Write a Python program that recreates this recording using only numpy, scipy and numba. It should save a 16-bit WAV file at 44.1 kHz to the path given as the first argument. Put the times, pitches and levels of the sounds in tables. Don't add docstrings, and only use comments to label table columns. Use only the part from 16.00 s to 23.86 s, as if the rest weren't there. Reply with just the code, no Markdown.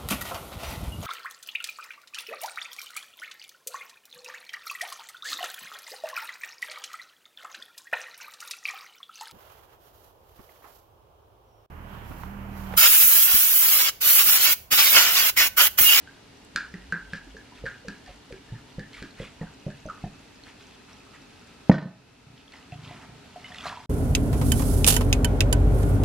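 import sys
import numpy as np
from scipy import signal
from scipy.fft import rfft, irfft, next_fast_len
from scipy.io import wavfile
from numba import njit

SR = 44100
rng = np.random.default_rng(int(sys.argv[2]) if len(sys.argv) > 2 else 0)


def log_audio(samples):
    frames = np.atleast_2d(samples).T
    limited = np.clip(frames, -1, 1)
    pcm = np.round(limited * 32767).astype(np.int16)
    wavfile.write(sys.argv[1], SR, pcm)


N = 346626
T = np.arange(N) / SR

# start_s, boom_db, belly_pitch_hz, boom_t60_s, gurgle_db, gurgle_pitch_hz
AIR_GULPS = [(0.555, -31.5, 216, 0.036, -44.5, 456), (0.739, -33.5, 183.4, 0.29, -42, 398),
             (.924, -32, 176, 0.2, -35.5, 474), (1.132, -29, 176, 0.058, -42.5, 457),
             (1.345, -46, 185, 0.14, -40, 421), (1.638, -30, 128, 0.067, -28.5, 465),
             (1.882, -29.5, 194, 0.064, -39, 406), (2.09, -42, 113, 0.045, -44, 546),
             (2.324, -37, 133, 0.042, -34, 391), (2.523, -25.5, 122, 0.11, -56, 485),
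             (2.782, -23.5, 153, 0.055, -33, 495), (3.022, -26.5, 213, 0.021, -38, 383),
             (3.2, -25.5, 144, 0.046, -28, 471), (3.412, -24.5, 163, 0.087, -30, 463),
             (3.665, -20.5, 147.4, 0.069, -30.5, 536), (3.855, -26.5, 149, 0.016, -31.5, 583),
             (4.039, -20.5, 148, 0.053, -30.5, 694)]
# peak_s, build_up_s, level_db, final_pitch_hz
BUBBLE_SWELLS = [(.585, .04, -48, 52), (.73, .13, -49, 72), (.9, .075, -41, 72), (1.122, .08, -43.5, 66),
                 (1.36, .085, -42.5, 62), (1.636, .022, -38.5, 62), (1.885, .03, -51, 52),
                 (2.106, .022, -44, 58), (2.328, .025, -45.5, 52), (2.522, .014, -36.5, 58),
                 (2.786, .017, -41.5, 56), (3.014, .026, -43.5, 58), (3.214, .014, -39, 58),
                 (3.43, .018, -41.5, 54), (3.681, .012, -36.5, 64), (3.864, .012, -39.5, 64),
                 (4.05, .012, -37.5, 64)]
# start_s, level_db, pitch_hz, t60_s, glide_octaves
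NECK_GURGLES = [(1.268, -32, 304, 0.059, -0.58), (1.846, -36, 534, 0.17, -1.7),
                (1.992, -41, 279, 0.079, -0.61), (2.074, -39.5, 740, 0.096, -0.12),
                (2.305, -29.5, 512, 0.069, -0.4), (2.335, -35.5, 380, 0.1, 0.16),
                (3.212, -30, 526, 0.074, -0.25), (3.424, -38.5, 724, 0.12, 0.2),
                (3.682, -32, 600, 0.08, 0.0041), (3.861, -27.5, 330, 0.038, -0.69)]
# start_s, level_db, pitch_hz, snap_db, swell_cycles, t60_s, rebound_db
NECK_POPS = [(0.0742, -37.5, 1545, -57, .75, 0.024, -9), (.5605, -15.5, 1590, -27, 1.15, 0.016, -11),
             (0.5747, -25, 1665, -41, 3, 0.038, -14), (.584, -26.5, 1405, -52, 1.5, 0.025, -7),
             (0.7405, -31, 1860, -49.5, 0.86, 0.017, -14), (0.9234, -16, 1570, -43, 1.05, 0.031, -11.5),
             (0.933, -25, 1560, -67, 1.8, .028, -16), (0.9413, -21.5, 1576, -66, 2.5, 0.025, -13),
             (1.134, -24, 1627, -46, 0.81, 0.037, -14), (1.367, -38.5, 1640, -55, .75, 0.047, -12),
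             (1.656, -29, 1770, -51, 2, 0.02, -15), (1.6632, -22, 1654, -47, 1.5, 0.019, -11.5),
             (1.668, -24, 1550, -50, 1.4, 0.033, -13), (1.712, -42, 1800, -67, 3, .035, -13),
             (1.8836, -30.5, 1634, -40, 0.72, 0.039, -14), (2.062, -46, 1795, -54, 4.4, 0.045, -6),
             (2.325, -45, 1650, -49, 1.1, 0.023, -5), (2.488, -47.5, 1700, -69, 2.2, 0.034, -12),
             (2.547, -46, 1750, -71, 3, 0.028, -2), (2.794, -38.5, 1700, -46.5, 2, 0.044, -3),
             (2.83, -43.5, 1750, -68, 3, 0.062, -8), (3.026, -39, 1630, -45, .75, 0.039, -1),
             (3.4142, -38.5, 1850, -67, 1.4, 0.027, -7), (3.469, -43.5, 1536, -70, 3, 0.043, -8),
             (3.703, -40, 1650, -56, 1.5, 0.025, -8), (3.887, -30, 1354, -60.5, 2, 0.023, -5),
             (3.898, -24, 1249, -58, 3.8, 0.039, -13), (4.045, -50, 1770, -59, 0.81, .033, -10)]
# frequency_hz, gain_db
SNAP_SPECTRUM = [(600, -25), (1400, 6), (2400, 11), (3200, 3), (4200, 5.5), (5300, 2.5), (8000, -4.5),
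                 (11000, -17.5), (15000, -22)]
# middle_s, spread_s, level_db, middle_pitch_hz
BOWL_SPLASHES = [(1.155, 0.027, -46.5, 3240), (1.58, 0.026, -53.5, 2600), (1.674, 0.018, -48, 2580),
                 (2.098, 0.046, -55, 2520), (2.96, 0.03, -44.5, 2390), (3.01, 0.041, -47.5, 2400),
                 (3.233, 0.047, -44, 2360), (3.425, 0.014, -46.5, 1145), (3.5, 0.039, -64.5, 1980),
                 (4.48, 0.027, -50, 2030), (4.615, 0.017, -51.5, 3230), (4.7, 0.05, -58, 3270),
                 (4.9, 0.031, -54, 2560), (5.15, 0.017, -50, 1940), (6.94, 0.061, -53, 1900),
                 (7.03, 0.018, -47.5, 1570), (7.70, .022, -44.5, 1550)]
# frequency_hz, gain_db
LEAF_SPRAY = [(700, 1), (1500, -4), (2300, -1), (4500, -0.5), (7000, 1), (11000, -12.5), (15000, -27)]
# start_s, level_db, contact_hardness_hz, lowest_shaken_hz, scuff_db, struck_spot_hz
JUG_AND_TABLE_KNOCKS = [(5.6955, 1.5, 714, 158, -6, 1110), (5.715, -9, 3930, 418, -17.5, 1800),
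                        (5.723, -22, 4200, 110, -4.5, 150), (5.741, -16, 3800, 454, -12, 1520),
                        (5.748, -18, 3600, 450, -13, 1520), (5.757, -26.5, 4200, 593, -7, 1750),
                        (5.7813, -16, 3000, 900, -13, 1880), (5.786, -19.5, 1500, 600, -14, 930),
                        (5.809, -30, 3800, 300, -10, 1500), (5.826, -27.5, 3800, 350, -11, 1550),
                        (5.856, -27.5, 260, 150, -20, 202)]
# pitch_hz, level_db, t60_s
JUG_MODES = [(124.2, -31.5, 0.97), (148.3, -8, 0.3), (190, 7.5, 0.057), (260, -1.5, 0.03),
             (440, -10.5, 0.039), (519, -2, 0.024), (632, -5.5, 0.038), (802, -11.5, 0.029),
             (933, -18, 0.074), (1245, -24.5, 0.23), (1514, -17, 0.073), (1780, -11, 0.03),
             (2190, -23, .06), (2960, -33, 0.12), (3420, -29.5, 0.08), (4090, -29, 0.22),
             (4759, -26, 0.074), (5240, -30, .13)]
# peak_s, attack_s, release_s, spray_db, slosh_db, churn_db
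HAND_STROKES = [(6.38, 0.024, 0.064, -67, -64, -50.5), (6.535, 0.03, 0.28, -53.5, -54, -65),
                (6.727, 0.018, .2, -53.5, -68, -64), (6.89, 0.18, 0.42, -52.5, -51, -46),
                (7.61, 0.55, 0.65, -47, -51, -49.5), (7.662, 0.043, 0.088, -37, -36, -47.5)]
# start_s, length_s, level_db, middle_pitch_hz
LEAF_RUSTLES = [(6.361, .075, -56, 3280), (6.516, 0.058, -53.5, 2310), (6.832, 0.12, -54.5, 2870)]
# start_s, level_db
BOWL_BUMPS = [(6.268, -33.5), (6.723, -26.5), (6.776, -39), (6.834, -31.5), (7.09, -34.5)]
# start_s, level_db, pitch_hz, t60_s
DRIPS_AND_TICKS = [(.372, -45.5, 5800, .008), (.449, -41, 7840, 0.0054), (1.522, -40.5, 970, 0.032),
                   (1.575, -45, 2620, 0.029), (1.584, -46, 2040, .02), (2.932, -37, 4200, .01),
                   (2.946, -38, 2270, 0.036), (2.968, -41, 2200, .035), (2.971, -41, 1650, .015),
                   (2.993, -46, 4450, .012), (3.108, -43, 4220, .016), (3.197, -36, 2010, .025),
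                   (3.219, -40, 3300, .012), (3.246, -43, 2670, 0.017), (3.274, -41, 2120, .02),
                   (3.863, -42.5, 6130, 0.02), (4.437, -37.5, 4220, .016), (4.468, -39, 1750, .012),
                   (4.497, -43, 2300, .012), (4.931, -43, 5640, 0.017), (5.148, -42, 2000, .025),
                   (6.48, -38, 3320, 0.012), (6.522, -38, 4300, 0.011), (6.523, -49, 3100, 0.0097),
                   (6.537, -36, 2020, 0.024), (6.566, -44, 4960, 0.014), (6.628, -39, 2820, 0.01),
                   (6.721, -34, 2660, 0.017), (6.723, -33, 714, 0.041), (6.877, -39, 3350, 0.017),
                   (6.910, -33, 687, 0.028), (7.019, -41, 1170, 0.013), (7.360, -29, 700, .036),
                   (7.417, -50, 3460, 0.016), (7.444, -36, 2093, 0.07), (7.445, -37, 2900, 0.027),
                   (7.456, -39, 2990, 0.066), (7.506, -37, 710, 0.03), (7.52, -33.5, 1840, 0.03),
                   (7.524, -38, 3360, 0.018), (7.545, -33, 1980, 0.018), (7.5452, -37, 4140, .01),
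                   (7.560, -36, 3600, 0.013), (7.584, -28, 2860, .011), (7.585, -31.5, 3460, 0.018),
                   (7.606, -37, 2830, .018), (7.608, -30, 3340, .014), (7.640, -30.5, 1310, .025),
                   (7.654, -33, 1350, .02), (7.656, -28.5, 696, 0.05), (7.657, -33, 4100, .012),
                   (7.664, -40, 1990, 0.016), (7.665, -36, 5000, .012), (7.668, -32, 1140, .022),
                   (7.672, -33, 4250, 0.015), (7.673, -35, 4850, .014), (7.678, -31, 4130, 0.017),
                   (7.679, -30, 1400, .018), (7.693, -33, 3420, .016), (7.697, -30, 1680, 0.022),
                   (7.709, -38, 1390, .022), (7.741, -37, 1300, .02), (7.726, -27, 980, 0.027),
                   (7.772, -28.5, 940, 0.026), (7.804, -35, 860, .025)]
# delay_s, level_db
FIRST_REFLECTIONS = [(.0052, -30), (0.0112, -16), (0.018, -16.5)]
# frequency_hz, gain_db
SIDE_GAIN = [(120, -32), (300, -14.5), (700, -16.5), (1400, -16.5), (2800, -16.5), (5600, -13.5),
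             (10000, -8.5)]
# frequency_hz, density_db_per_hz
KITCHEN_SPECTRUM = [(15, -52), (25, -15), (49, -6), (122, -4), (140, -7), (266, -4.5), (322, -19.5),
                    (410, -7), (508, -15), (942, -13.5), (1110, -19), (1340, -16.5), (4250, -21),
                    (11500, -38.5), (15400, -53)]
# start_s, end_s, pitch_hz, bandwidth_hz, level_db
APPLIANCE_TONES = [(0, 7.14, 280, 41, -60), (0, 3.85, 2850, 120, -68), (3.6, 6.6, 2595, 109.5, -65),
                   (4.9, 8.9, 1302, 39.7, -67.5)]

GLUGGING_SPAN_S, GURGLE_T60_S = (.55, 4.05), (0.099, 0.051)
GURGLE_LAG_S, GURGLE_GLIDE_OCT = 0.00083, 0.24
SWELL_START_HZ, SWELL_RELEASE_S = 35.8, 0.014
REBOUND_POP_S, WOBBLE_HZ, WOBBLE_OCT = 0.0085, 64.8, 0.1
SHRED_S, SHRED_OCT, SHRED_SAG_OCT = .08, .29, .06
SPURT_LAG_S, SPURT_SPREAD_S, SPURT_HZ = 0.027, .033, 2720
SPURT_DB, SPURT_DB_PER_SNAP_DB = -39, 0.43
SPOT_DB, SPOT_OCT = 6.5, 0.16
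CHATTER_DB, CHATTER_S = -23.5, 0.13
BOWL_HZ, BOWL_REBOUND_S, BOWL_REBOUND_DB = 133.6, .033, -3.5
STROKE_RANGE_DB = 20
TOP_HZ = 15500


def undb(db):
    return 10 ** (np.asarray(db) / 20)


def unit(x):
    return x / np.sqrt(np.mean(x ** 2) + 1e-20)


def add(track, s, sound):
    i = int(np.clip(s * SR, 0, N - 1))
    track[i:i + len(sound)] += sound[:N - i]


def colour(x, points):
    hz, db = np.transpose(points)
    f = np.arange(len(x) // 2 + 1) * SR / len(x)
    gain = undb(np.interp(np.log(f + 1), np.log(hz), db))
    return irfft(rfft(x) * gain, len(x))


def noise(points):
    hz, db = np.transpose(points)
    f = np.arange(N // 2 + 1) * SR / N
    gain = undb(np.interp(np.log(f + .01), np.log(hz), db, left=-200))
    return unit(irfft(gain * rfft(rng.standard_normal(N)), N))


def roll_off(x, hz, kind, order=2):
    return signal.sosfilt(signal.butter(order, hz, kind, fs=SR, output="sos"), x)


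def ring(hz, t60, glide=0, rise=0, wobble=0):
    t = np.arange(int(t60 * SR) + 2) / SR
    bend_oct = glide * t / t60 + wobble * np.sin(2 * np.pi * WOBBLE_HZ * t)
    phase = 2 * np.pi * np.cumsum(hz * 2 ** bend_oct) / SR
    decay = np.exp(-np.log(1000) * t / t60)
    onset = 1 - np.exp(-(t * hz + 1e-6) / (rise + 1e-9))
    return np.sin(phase) * decay * onset


def burst(t60):
    return rng.standard_normal(SR) * np.exp(-np.log(1000) * T[:SR] / t60)


def droplets(length, hz, octaves, rate, cycles, spread_db, tick_db):
    out = np.zeros(N)
    for when, a, b, life, luck in rng.random((int(rate * length) + 1, 5)):
        pitch = min(hz * 2 ** (octaves * (a - b)), SR / 3)
        drop = ring(pitch, cycles * (.5 + life) / pitch, glide=0.2, rise=0.37)
        drop[:2] += undb(tick_db) * np.array([1, -1])
        add(out, when * length, undb(-spread_db * np.log(luck + 0.064)) * drop)
    return unit(out[:int(length * SR)])


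def glugs():
    belly, neck = np.zeros(N), np.zeros(N)
    for s, db, hz, t60, gurgle_db, gurgle_hz in AIR_GULPS:
        add(belly, s, -undb(db) * ring(hz, t60, glide=-0.044, rise=0.071))
        add(belly, s + 0.01684, -undb(db - 5.5) * ring(hz * 1.337, t60=0.04, rise=0.03))
        for late, size in rng.random((6, 2)):
            fragment = ring(220 * 4.07 ** size, t60=0.023, rise=0.57)
            add(neck, s + 0.023 * late, undb(db - 23) * fragment)
        gurgle_t60 = np.interp(s, GLUGGING_SPAN_S, GURGLE_T60_S)
        gurgle = ring(gurgle_hz, gurgle_t60, GURGLE_GLIDE_OCT, rise=0.32, wobble=0.069)
        add(neck, s + GURGLE_LAG_S, undb(gurgle_db) * gurgle)
        for late, size in rng.random((3, 2)):
            weaker = ring(gurgle_hz * 2 ** (0.77 * (size - .65)), t60=0.04, rise=0.57)
            add(neck, s + .025 * late, undb(gurgle_db - 8.0) * weaker)
    for s, build_s, db, hz in BUBBLE_SWELLS:
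        add(belly, s - 4 * build_s, undb(db - 1.5) * swell(build_s, hz))
    for s, db, hz, t60, glide in NECK_GURGLES:
        add(neck, s, undb(db) * ring(hz, t60, glide, rise=2.7, wobble=0.057))
    return undb(1.0) * belly + neck


def swell(build_s, hz):
    length = int((4 * build_s + 3 * SWELL_RELEASE_S) * SR)
    t = T[:length] - 4 * build_s
    growth = np.exp(np.minimum(t, 0) / build_s)
    phase = 2 * np.pi * np.cumsum(SWELL_START_HZ + (hz - SWELL_START_HZ) * growth) / SR
    release = np.exp(-(np.maximum(t, 0) / SWELL_RELEASE_S) ** 2)
    return np.sin(phase) * growth * release


def pops():
    tone, snap = np.zeros(N), np.zeros(N)
    for s, db, hz, snap_db, swell_cycles, t60, rebound_db in NECK_POPS:
        add(tone, s, undb(db + 4.0) * ring(hz, t60, glide=0.043, rise=swell_cycles, wobble=0.025))
        add(tone, s, undb(snap_db + 2.5) * ring(hz * 2.63, t60=0.015))
        add(snap, s, undb(snap_db + 8.0) * burst(t60=0.015))
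        for k, (late, size, bend) in enumerate(rng.uniform(-1, 1, (2, 3)), 1):
            again = ring(hz * 2 ** (.12 * size), t60=0.02, rise=1.4, wobble=WOBBLE_OCT * bend)
            again_db = db + rebound_db + 8.5 - 1.5 * k
            add(tone, s + REBOUND_POP_S * (k + 0.145 * late), undb(again_db) * again)
        for late, size, bend in rng.random((12, 3)):
            shift_oct = SHRED_OCT * (2 * size - 1) - SHRED_SAG_OCT * late
            shred = ring(hz * 2 ** shift_oct, t60=0.013, rise=1.1, wobble=WOBBLE_OCT * (2 * bend - 1))
            add(tone, s + .006 + SHRED_S * late, undb(db - 11.5 - 12 * late) * shred)
        for late, size in rng.random((9, 2)):
            drop = ring(1900 * 2.4 ** size, t60=0.0048, rise=0.72)
            add(snap, s + 0.0056 + .07 * late, undb(db - 28.0 - 27 * late) * drop)
    return tone + colour(snap, SNAP_SPECTRUM)


def pour():
    out = np.zeros(N)
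    stream = droplets(length=4.9, hz=3814, octaves=2.09, rate=600, cycles=38, spread_db=9.5, tick_db=7.0)
    add(out, .6, undb(-61.0) * stream)
    spurts = []
    for s, _, _, snap_db, *_ in NECK_POPS:
        spurt_db = SPURT_DB + SPURT_DB_PER_SNAP_DB * snap_db
        spurts.append((s + SPURT_LAG_S, SPURT_SPREAD_S, spurt_db, SPURT_HZ))
    for s, spread, db, hz in spurts + BOWL_SPLASHES:
        flurry = droplets(4 * spread, hz, octaves=1.295, rate=1400, cycles=24, spread_db=3.0, tick_db=3.5)
        add(out, s - 2 * spread, undb(db + 0.5) * flurry * np.hanning(len(flurry)))
    return colour(out, LEAF_SPRAY)


def set_down():
    out = np.zeros(N)
    for k, (s, db, hard_hz, low_hz, scuff_db, spot_hz) in enumerate(JUG_AND_TABLE_KNOCKS):
        body = np.zeros(N)
        variations = rng.standard_normal((len(JUG_MODES), 2)) * (k > 0)
        for (hz, mode_db, t60), (chance, load) in zip(JUG_MODES, variations):
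            favour_db = SPOT_DB * np.exp(-(np.log2(hz / spot_hz) / SPOT_OCT) ** 2)
            mode = ring(hz * (1 + 0.0215 * load), t60, rise=0.19)
            add(body, 0, undb(mode_db + favour_db + 2 * chance) * mode)
        add(body, 0, undb(scuff_db) * roll_off(burst(t60=0.06), 820, "high"))
        knock = roll_off(roll_off(body[:SR], hard_hz, "low"), low_hz, "high")
        add(out, s, undb(db) * knock)
    for late, size in rng.random((34, 2)):
        slip = ring(600 * 7.5 ** size, t60=.012, rise=0.42)
        slip_db = CHATTER_DB - 20 * late - 6.3 * size
        add(out, JUG_AND_TABLE_KNOCKS[1][0] + CHATTER_S * late, undb(slip_db) * slip)
    add(out, JUG_AND_TABLE_KNOCKS[0][0], undb(-18.0) * ring(hz=45, t60=0.089, rise=0.073))
    return roll_off(out, 7100, "low", order=4)


def washing():
    start = HAND_STROKES[0][0] - .5
    length = N / SR - start
    spray, slosh, churn = stroke_levels()
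    fine, coarse, drops = np.zeros((3, N))
    add(fine, start, droplets(length, hz=2740, octaves=1.55, rate=1300, cycles=18, spread_db=3.5, tick_db=6.0))
    add(coarse, start, droplets(length, hz=1093, octaves=1.36, rate=1100, cycles=19, spread_db=4.0, tick_db=-16))
    add(drops, start, droplets(length, hz=3144, octaves=1.13, rate=74, cycles=60, spread_db=0.5, tick_db=-9))
    out = spray * (undb(0.5) * colour(fine, LEAF_SPRAY) + undb(-7.5) * drops)
    out += undb(-1) * slosh * roll_off(coarse, 590, "high", order=4)
    out += undb(-2.0) * churn * noise([(30, -8), (100, -1.0), (220, 2), (400, -11.0), (1000, -66)])
    for s, span, db, hz in LEAF_RUSTLES:
        crackle = droplets(span, hz, octaves=0.81, rate=1300, cycles=13, spread_db=6.0, tick_db=-23)
        envelope = np.interp(T[:len(crackle)] / span, [0, .15, 1], [.3, 1.3, .3])
        add(out, s, undb(db) * crackle * envelope)
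    for s, db in BOWL_BUMPS:
        for k in range(3):
            bump = ring(BOWL_HZ, t60=0.068, rise=0.25)
            add(out, s + k * BOWL_REBOUND_S, undb(db + k * BOWL_REBOUND_DB) * bump)
    for s, db, hz, t60 in DRIPS_AND_TICKS:
        add(out, s, undb(db + 0.5) * ring(hz, t60, glide=0.046, rise=0.7))
        add(out, s, undb(db - 3) * ring(hz * 1.4, t60=0.0027, rise=0.23))
    return out


def stroke_levels():
    power = np.zeros((3, N))
    for s, attack, release, *dbs in HAND_STROKES:
        distance = np.maximum((s - T) / attack, (T - s) / release)
        envelope = undb(-STROKE_RANGE_DB * np.minimum(distance, 10))
        power += np.outer(undb(dbs), envelope) ** 2
    return np.sqrt(power)


def stereo(mid, side):
    padded = np.pad(side, (0, next_fast_len(N, True) - N))
    return mid + np.array([[1], [-1]]) * colour(padded, SIDE_GAIN)[:N]


def room(x, wet_db, t60):
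    def tail():
        bass = undb(-2.0) * roll_off(burst(t60=0.34), 260, "low")
        upper = roll_off(roll_off(burst(t60), 202, "high"), 4160, "low", order=1)
        decay = (bass + upper) * np.clip(T[:SR] / 0.0042 - .3, 0, 1)
        return undb(wet_db) * signal.oaconvolve(x, decay / np.sqrt(np.sum(decay ** 2)))[:N]
    near, dull = x.copy(), roll_off(x, 7200, "low", order=1)
    for delay, db in FIRST_REFLECTIONS:
        add(near, delay, undb(db) * dull)
    left, right = stereo(near + tail(), tail())
    return np.array([undb(-0.95) * np.roll(left, 1), right])


def background():
    waver = noise([(.3, -3.0), (8, 2), (30, -29.0), (100, -120)])
    mid = undb(-53.5 + .5 * waver) * noise(KITCHEN_SPECTRUM)
    for t0, t1, hz, width, db in APPLIANCE_TONES:
        tone = signal.lfilter(*signal.iirpeak(hz, hz / width, SR), rng.standard_normal(N))
        fade = np.interp(T, [t0 - .3, t0, t1, t1 + 0.31], [0, 1, 1, 0])
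        mid += undb(db) * unit(tone) * fade
    return stereo(mid, undb(-40) * noise(KITCHEN_SPECTRUM))


def scene():
    jug = room(glugs(), wet_db=-14.0, t60=0.21) + room(pops(), wet_db=-11.0, t60=0.34)
    water = room(pour() + washing(), wet_db=-11.5, t60=0.38)
    knocks = room(set_down(), wet_db=-15, t60=0.47)
    return jug + water + knocks + background()


@njit
def follow(x, attack, release):
    out, e = np.empty(len(x)), 0.
    for i in range(len(x)):
        e += (x[i] - e) * (attack if x[i] > e else release)
        out[i] = e
    return out


def record(dry, attack_s=0.021, release_s=1.0, threshold_db=-18.0):
    envelope = follow(np.abs(dry).max(axis=0), 1 / (attack_s * SR), 1 / (release_s * SR))
    excess = np.maximum(envelope / undb(threshold_db), 1)
    held = np.clip(dry / excess ** 0.85, -1, 1)
    return signal.sosfilt(signal.ellip(8, .2, 70, TOP_HZ, fs=SR, output="sos"), held)


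dry = scene()
out = record(dry)
log_audio(out)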